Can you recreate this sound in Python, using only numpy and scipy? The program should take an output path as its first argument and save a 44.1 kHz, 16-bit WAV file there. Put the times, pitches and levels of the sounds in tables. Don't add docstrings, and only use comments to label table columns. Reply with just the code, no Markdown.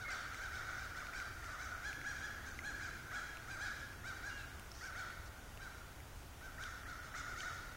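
import sys
import numpy as np
from scipy import signal
from scipy.io import wavfile
from scipy.ndimage import uniform_filter1d

SR = 44100
rng = np.random.default_rng(int(sys.argv[2]) if len(sys.argv) > 2 else 0)


def transcribe(signal):
    frames = np.atleast_2d(signal).T
    limited = np.clip(frames, -1, 1)
    pcm = np.round(limited * 32767).astype(np.int16)
    wavfile.write(sys.argv[1], SR, pcm)


def makeup_ratio(level_db):
    decades = np.asarray(level_db, float) / 20
    return 10 ** decades


N = 342216
CREST = 0.42


def evened(x):
    return x / np.sqrt(np.mean(x ** 2) + 1e-20)


def read(points, hz):
    f, value = np.transpose(points)
    return np.interp(np.log(hz + 1), np.log(f + 1), value)


def add(mix, s, sound):
    at = round(s * SR)
    part = mix[max(at, 0):][:len(sound) + min(at, 0)]
    part += sound[max(-at, 0):][:len(part)]


def band(x, lo_hz, hi_hz):
    return signal.sosfilt(signal.butter(2, [lo_hz, hi_hz], "band", fs=SR, output="sos"), x)


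def drift(chance, count, spacing):
    return np.array([np.interp(np.arange(count) / spacing, np.arange(len(c)), c) for c in chance])


def background():
    # (frequency [Hz], level per Hz [dB])
    floor = [(12, -60), (20, -3.5), (75, 0.5), (168, -15), (320, -21.5), (368, -17), (460, -18.5),
             (662, -17.5), (851, -18), (1220, -20), (4320, -29), (6760, -29), (7560, -32), (14800, -34.5),
             (16100, -30)]
    # (closest [s], half length [s], swell [dB])
    passes = [
        (1.96, 0.1, 2),
        (2.66, 0.5, 5.5),
        (3.995, 0.55, 5),
        (7.332, 0.043, 3.5),
    ]
    floor_db, drone_db = -53, -62

    frames, hz = N // 512 + 5, np.fft.rfftfreq(2048, 1 / SR)
    a, b = rng.standard_normal((frames, 1025, 2)).T
    spectra = (a + 1j * b) * makeup_ratio(read(floor, hz))[:, None]
    still = signal.istft(spectra, nperseg=2048, noverlap=1536)[1][:N]

    low = band(rng.standard_normal(N), 91.0, 140.0)
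    higher = band(rng.standard_normal(N), 216.5, 343)
    t = np.arange(N) / SR
    swell_db = sum(db * np.exp(-((t - s) / half) ** 2) for s, half, db in passes)
    road = evened(low + 0.65 * higher) * makeup_ratio(drone_db + swell_db)
    return makeup_ratio(floor_db) * evened(still) + makeup_ratio(-3.5) * road


def caw(top_hz, length, db, bright_db, hoarse, chance):
    # (frequency [Hz], level [dB])
    throat = [(500, -10.5), (780, -16), (1080, -16.5), (1280, 1.5), (1550, 1.5), (1780, 4), (2000, -9),
              (2380, -12), (2560, -28.5), (3400, -16), (4300, -18), (6400, -17.5), (7500, -24.5),
              (11000, -38)]
    rise = CREST * length
    t = np.arange(round(length * SR)) / SR
    u = np.where(t < rise, t / rise - 1, (t - rise) / (length - rise))
    wobble, *unrest = drift(chance, count=len(t), spacing=130)
    flutter, slip = np.split(np.array(unrest), 2)

    hz = top_hz * (1 - .27 * u ** 2)
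    turns = np.cumsum(hz * (1 + .04 * hoarse * wobble)) / SR
    k = np.arange(1, 13)[:, None]
    high = np.clip(np.log2(k * top_hz / 2000), 0, 1)

    lift_db = bright_db * np.clip(np.log2(k * top_hz / 1700), 0, 1)
    lift_db = lift_db - 11 * high * u ** 2
    lift_db = lift_db + 1.6 * chance[1:13, -1:] * (k > 3)
    lift_db = lift_db - 3.2 * u * (k == 3)

    rasp = 1 + (.5 + high) * hoarse * flutter
    smear = hoarse ** 2 * (1.7 + 4.6 * high) * slip
    phase = 2 * np.pi * k * turns + k * k + smear
    voice = (makeup_ratio(read(throat, k * hz) + lift_db) * rasp * np.cos(phase)).sum(0)
    return makeup_ratio(db) * 1.4 * voice * (1 - u ** 2) ** .45


def crows():
    # (crest [s], top pitch [Hz], level [dB], brightness [dB])
    clear = [(1.872, 853, -48, 4), (2.082, 837, -48, 4.5), (2.249, 850, -51, 3.5), (2.669, 843, -49, 4),
             (3.17, 837, -50, 5), (3.636, 844.5, -47.5, 3), (3.675, 766.4, -51.5, 3), (4.078, 780, -50, 2),
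             (4.27, 830, -49.5, 2.5), (5.631, 796, -55, 1.5), (6.448, 774, -55.5, -2.5),
             (7.305, 738.6, -52, -3), (7.4, 757, -54, 9.5)]
    middle = [(0.17, 709, -55, 3.5), (1.33, 690, -69, -8), (0.355, 777, -59, 9.5), (0.434, 789, -49.5, 1),
              (0.559, 762, -51, 4), (0.658, 750, -49.5, -7), (0.733, 771, -58, 1), (0.807, 783.5, -51, 2),
              (1.052, 750, -56.5, 0.5), (1.175, 788.6, -49, 2.5), (1.624, 770.6, -51, 2.5),
              (1.712, 745, -51.5, -9), (2.174, 810, -53, 0), (2.484, 795, -55, 3.5),
              (2.839, 798, -49.5, 1.5), (3.522, 795, -50, 0.5), (4.855, 779, -51, 0.5),
              (4.994, 756.6, -49, 1), (6.629, 776, -50.5, 2), (6.901, 726, -53, 0.5),
              (7.47, 729.7, -49, -3), (7.6, 733, -68, 0), (7.727, 751, -61, 0)]
    hoarse_calls = [(0.021, 741, -51, -1.5), (0.21, 781, -59, -5), (0.284, 773, -54, -6),
                    (0.61, 715.5, -54, -6), (0.899, 740, -64, -8), (0.985, 760.5, -50, 0),
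                    (1.241, 716, -56.5, -4), (1.456, 700, -56.5, 3.5), (1.518, 747, -51.5, -2.5),
                    (3.15, 738.4, -49, -1.5), (3.801, 806, -62.5, 8), (4.4, 763, -62, 7.5),
                    (6.663, 711.5, -61, 6), (7.057, 717, -62.5, 6), (7.179, 741.5, -49.5, 4),
                    (0.118, 778.4, -45.5, 1), (7.544, 749, -63, 8), (2.96, 767, -67, 3),
                    (2.369, 742, -65, -3), (5.78, 774, -64, -2)]
    # caws, length in s, hoarseness 0-1
    kinds = (clear, .105, 0.37), (middle, .112, 0.582), (hoarse_calls, .094, 0.695)
    out = np.zeros(N)
    for rows, length, hoarse in kinds:
        chances = rng.standard_normal((len(rows), 25, 80))
        for (s, hz, db, bright_db), chance in zip(rows, chances):
            add(out, s - CREST * length, caw(hz, length, db, bright_db, hoarse, chance))
    return out


def far_flock(count=64):
    # (time [s], level [dB])
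    loudness = [
        (0, -57),
        (2.2, -58),
        (3.3, -60),
        (4.5, -63),
        (5.4, -65),
        (6.3, -70),
        (6.8, -61),
        (7.76, -61),
    ]
    out, chance = np.zeros(N), rng.standard_normal((count, 25, 80))
    for k, (late, pitch, soft) in enumerate(rng.random((count, 3))):
        call = caw(690 + 130 * pitch, .12, -6 * soft, 1.0, 0.68, chance[k])
        add(out, (k + late) * N / SR / count, call)
    s, db = np.transpose(loudness)
    return evened(out) * makeup_ratio(np.interp(np.arange(N) / SR, s, db))


def woods(x, gap):
    # (frequency [Hz], time to fall 60 dB [s])
    dying = [(700, 0.63), (1500, 0.83), (2400, 0.85), (4000, 0.83), (8000, 0.51)]
    taps = np.zeros(SR + 8000)
    at = np.arange(round(gap * SR), len(taps) - 20, 20)
    taps[at + rng.integers(0, 20, len(at))] = rng.choice([-1., 1.], len(at))
    hz, t, z = signal.stft(taps, SR, nperseg=256)
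    build = 1 - .8 * np.exp(-t / .08)
    fade = makeup_ratio(-60 * t / read(dying, hz)[:, None])
    tail = signal.istft(z * fade * build, SR, nperseg=256)[1]
    return signal.fftconvolve(x, tail / np.linalg.norm(tail))[:N]


def whistles():
    # (start [s], length [s], top pitch [Hz], fall from the top near the end [Hz], level [dB])
    whistle_notes = [
        (0.04, 0.096, 2150, 170, -44),
        (4.28, .18, 2823, 300, -56.5),
    ]
    out = np.zeros(N)
    for s, length, top_hz, fall_hz, db in whistle_notes:
        u = np.linspace(0, 1, round(length * SR))
        hz = top_hz - fall_hz * ((u - .3) / 0.63) ** 2
        slip = 1.7 * drift(rng.standard_normal((1, 99)), count=len(hz), spacing=450)[0]
        tone = np.sin(2 * np.pi * np.cumsum(hz) / SR + slip)
        shape = signal.windows.tukey(len(hz), .4) * (1 - 0.49 * u)
        add(out, s, makeup_ratio(db) * tone * shape)
    return out


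def ticks():
    # (time [s], peak level [dB], ring pitch [Hz], ring length [cycles])
    drips = [(0.345, -35.5, 2080, 3), (0.6194, -47, 2220, 2.7), (1.0044, -42, 2220, 3.4),
             (1.069, -43, 2290, 3), (1.135, -38.5, 2330, 5.1), (1.201, -35.5, 2160, 2.5),
             (1.4437, -41, 2200, 1.1), (1.93, -36, 2360, 2.3), (2.0145, -35, 2050, 1.8),
             (2.59, -34.5, 2060, 6.9), (3.371, -39, 2540, 3.3), (3.931, -44, 2410, 2.3),
             (4.5966, -34, 2600, 0.85), (4.717, -37, 5470, 5.3), (4.7411, -46, 5400, 2.3),
             (5.1043, -41, 2210, 1.5), (5.5745, -41.5, 2650, 2.8), (6.0035, -45, 2100, 2.6),
             (6.638, -33.5, 3190, 2.6), (6.8344, -47, 1910, 3), (7.4058, -34, 3150, 3.3),
             (7.5734, -51, 1990, 3), (7.658, -50, 2150, 3), (7.7194, -52, 2130, 2.7)]
    out, t = np.zeros(N), np.arange(400) / SR
    for (s, db, hz, cycles), noise in zip(drips, rng.standard_normal((len(drips), 400))):
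        ring = np.sin(2 * np.pi * hz * t) * np.exp(-t * hz / cycles)
        ring = ring * (1 - np.exp(-t / 0.000059))
        snap = band(noise, 1500, 10000) * np.exp(-t / 0.00073)
        add(out, s, makeup_ratio(db) * (ring + 0.4 * snap))
    return out


def rustle():
    # (start [s], length [s], level [dB], scrape pitch [Hz])
    stirs = [
        (4.734, 0.15, -60, 5270),
        (5.248, 0.034, -64, 5400),
        (6.114, .13, -76, 7500),
    ]
    rise_s = 0.013
    out = np.zeros(N)
    for s, length, db, hz in stirs:
        t = np.arange(0, length, 1 / SR)
        crackle = makeup_ratio(2.5 * rng.exponential(1, len(t)))
        grit = rng.standard_normal(len(t)) * crackle
        shape = np.minimum(t / rise_s, 1) * makeup_ratio(db)
        add(out, s, evened(band(grit, 0.83 * hz, 1.2 * hz)) * shape)
    return out


def apart(x):
    # (frequency [Hz], share of cells [0-1])
    shares = [(2600, 0), (3200, .5), (4700, .5), (5300, .08), (7300, .2), (11500, .04), (12500, .45),
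              (13300, .04)]
    hz, t, z = signal.stft(x, SR, nperseg=1024, noverlap=768)
    luck = rng.random((len(hz) // 12 + 1, len(t) // 7 + 1))
    luck = luck.repeat(12, axis=0).repeat(7, axis=1)[:len(hz), :len(t)]
    scramble = np.exp(2j * np.pi * rng.random(z.shape))
    z = z * scramble * (luck < read(shares, hz)[:, None])
    return 2 * makeup_ratio(-15) * signal.istft(z, SR, noverlap=768)[1][:N]


def scene():
    calls, whistled = crows(), whistles()
    sent = calls + makeup_ratio(-9) * whistled
    turn = np.pi * np.arange(N) / SR / .9
    echoes = woods(sent * np.cos(turn), .02) + woods(sent * np.sin(turn), .028)
    birds = calls + whistled + makeup_ratio(-3.5) * echoes + woods(far_flock(), .005)
    mid = birds + ticks() + rustle() + background()
    side = apart(mid)
    return np.array([mid + side, mid - side])


def starve(x):
    # (frequency [Hz], share of cells lost [0-1])
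    lost = [(2800, 0), (3600, .06), (4200, .24), (4550, .1), (4900, .16), (5400, .03), (11000, .015),
            (15500, .14)]
    hz, t, z = signal.stft(x, SR, nperseg=1024, noverlap=768)
    luck = uniform_filter1d(rng.standard_normal((len(hz), len(t))), size=8, axis=1)
    luck = uniform_filter1d(uniform_filter1d(luck, size=4, axis=0), size=5, axis=1)
    rank = luck.argsort(axis=1).argsort(axis=1) / len(t)
    keep = np.where(rank < read(lost, hz)[:, None], .03, 1)
    return signal.istft(z * keep, SR, noverlap=768)[1][:, :N]


def band_limit(x):
    return signal.sosfilt(signal.butter(12, 16240, fs=SR, output="sos"), x)


def record(dry):
    # (frequency [Hz], width [Hz], share removed [0-1])
    narrow_dips = [(4220, 81, 0.4), (5070, 120, 0.3)]
    for hz, width, share in narrow_dips:
        dry = dry - share * signal.lfilter(*signal.iirpeak(hz, hz / width, SR), dry)
    edge = signal.firwin(511, 15850, window=("kaiser", 9), fs=SR)
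    mix = starve(signal.oaconvolve(dry, edge[None], "same"))
    return band_limit(mix)


dry = scene()
out = record(dry)
transcribe(out)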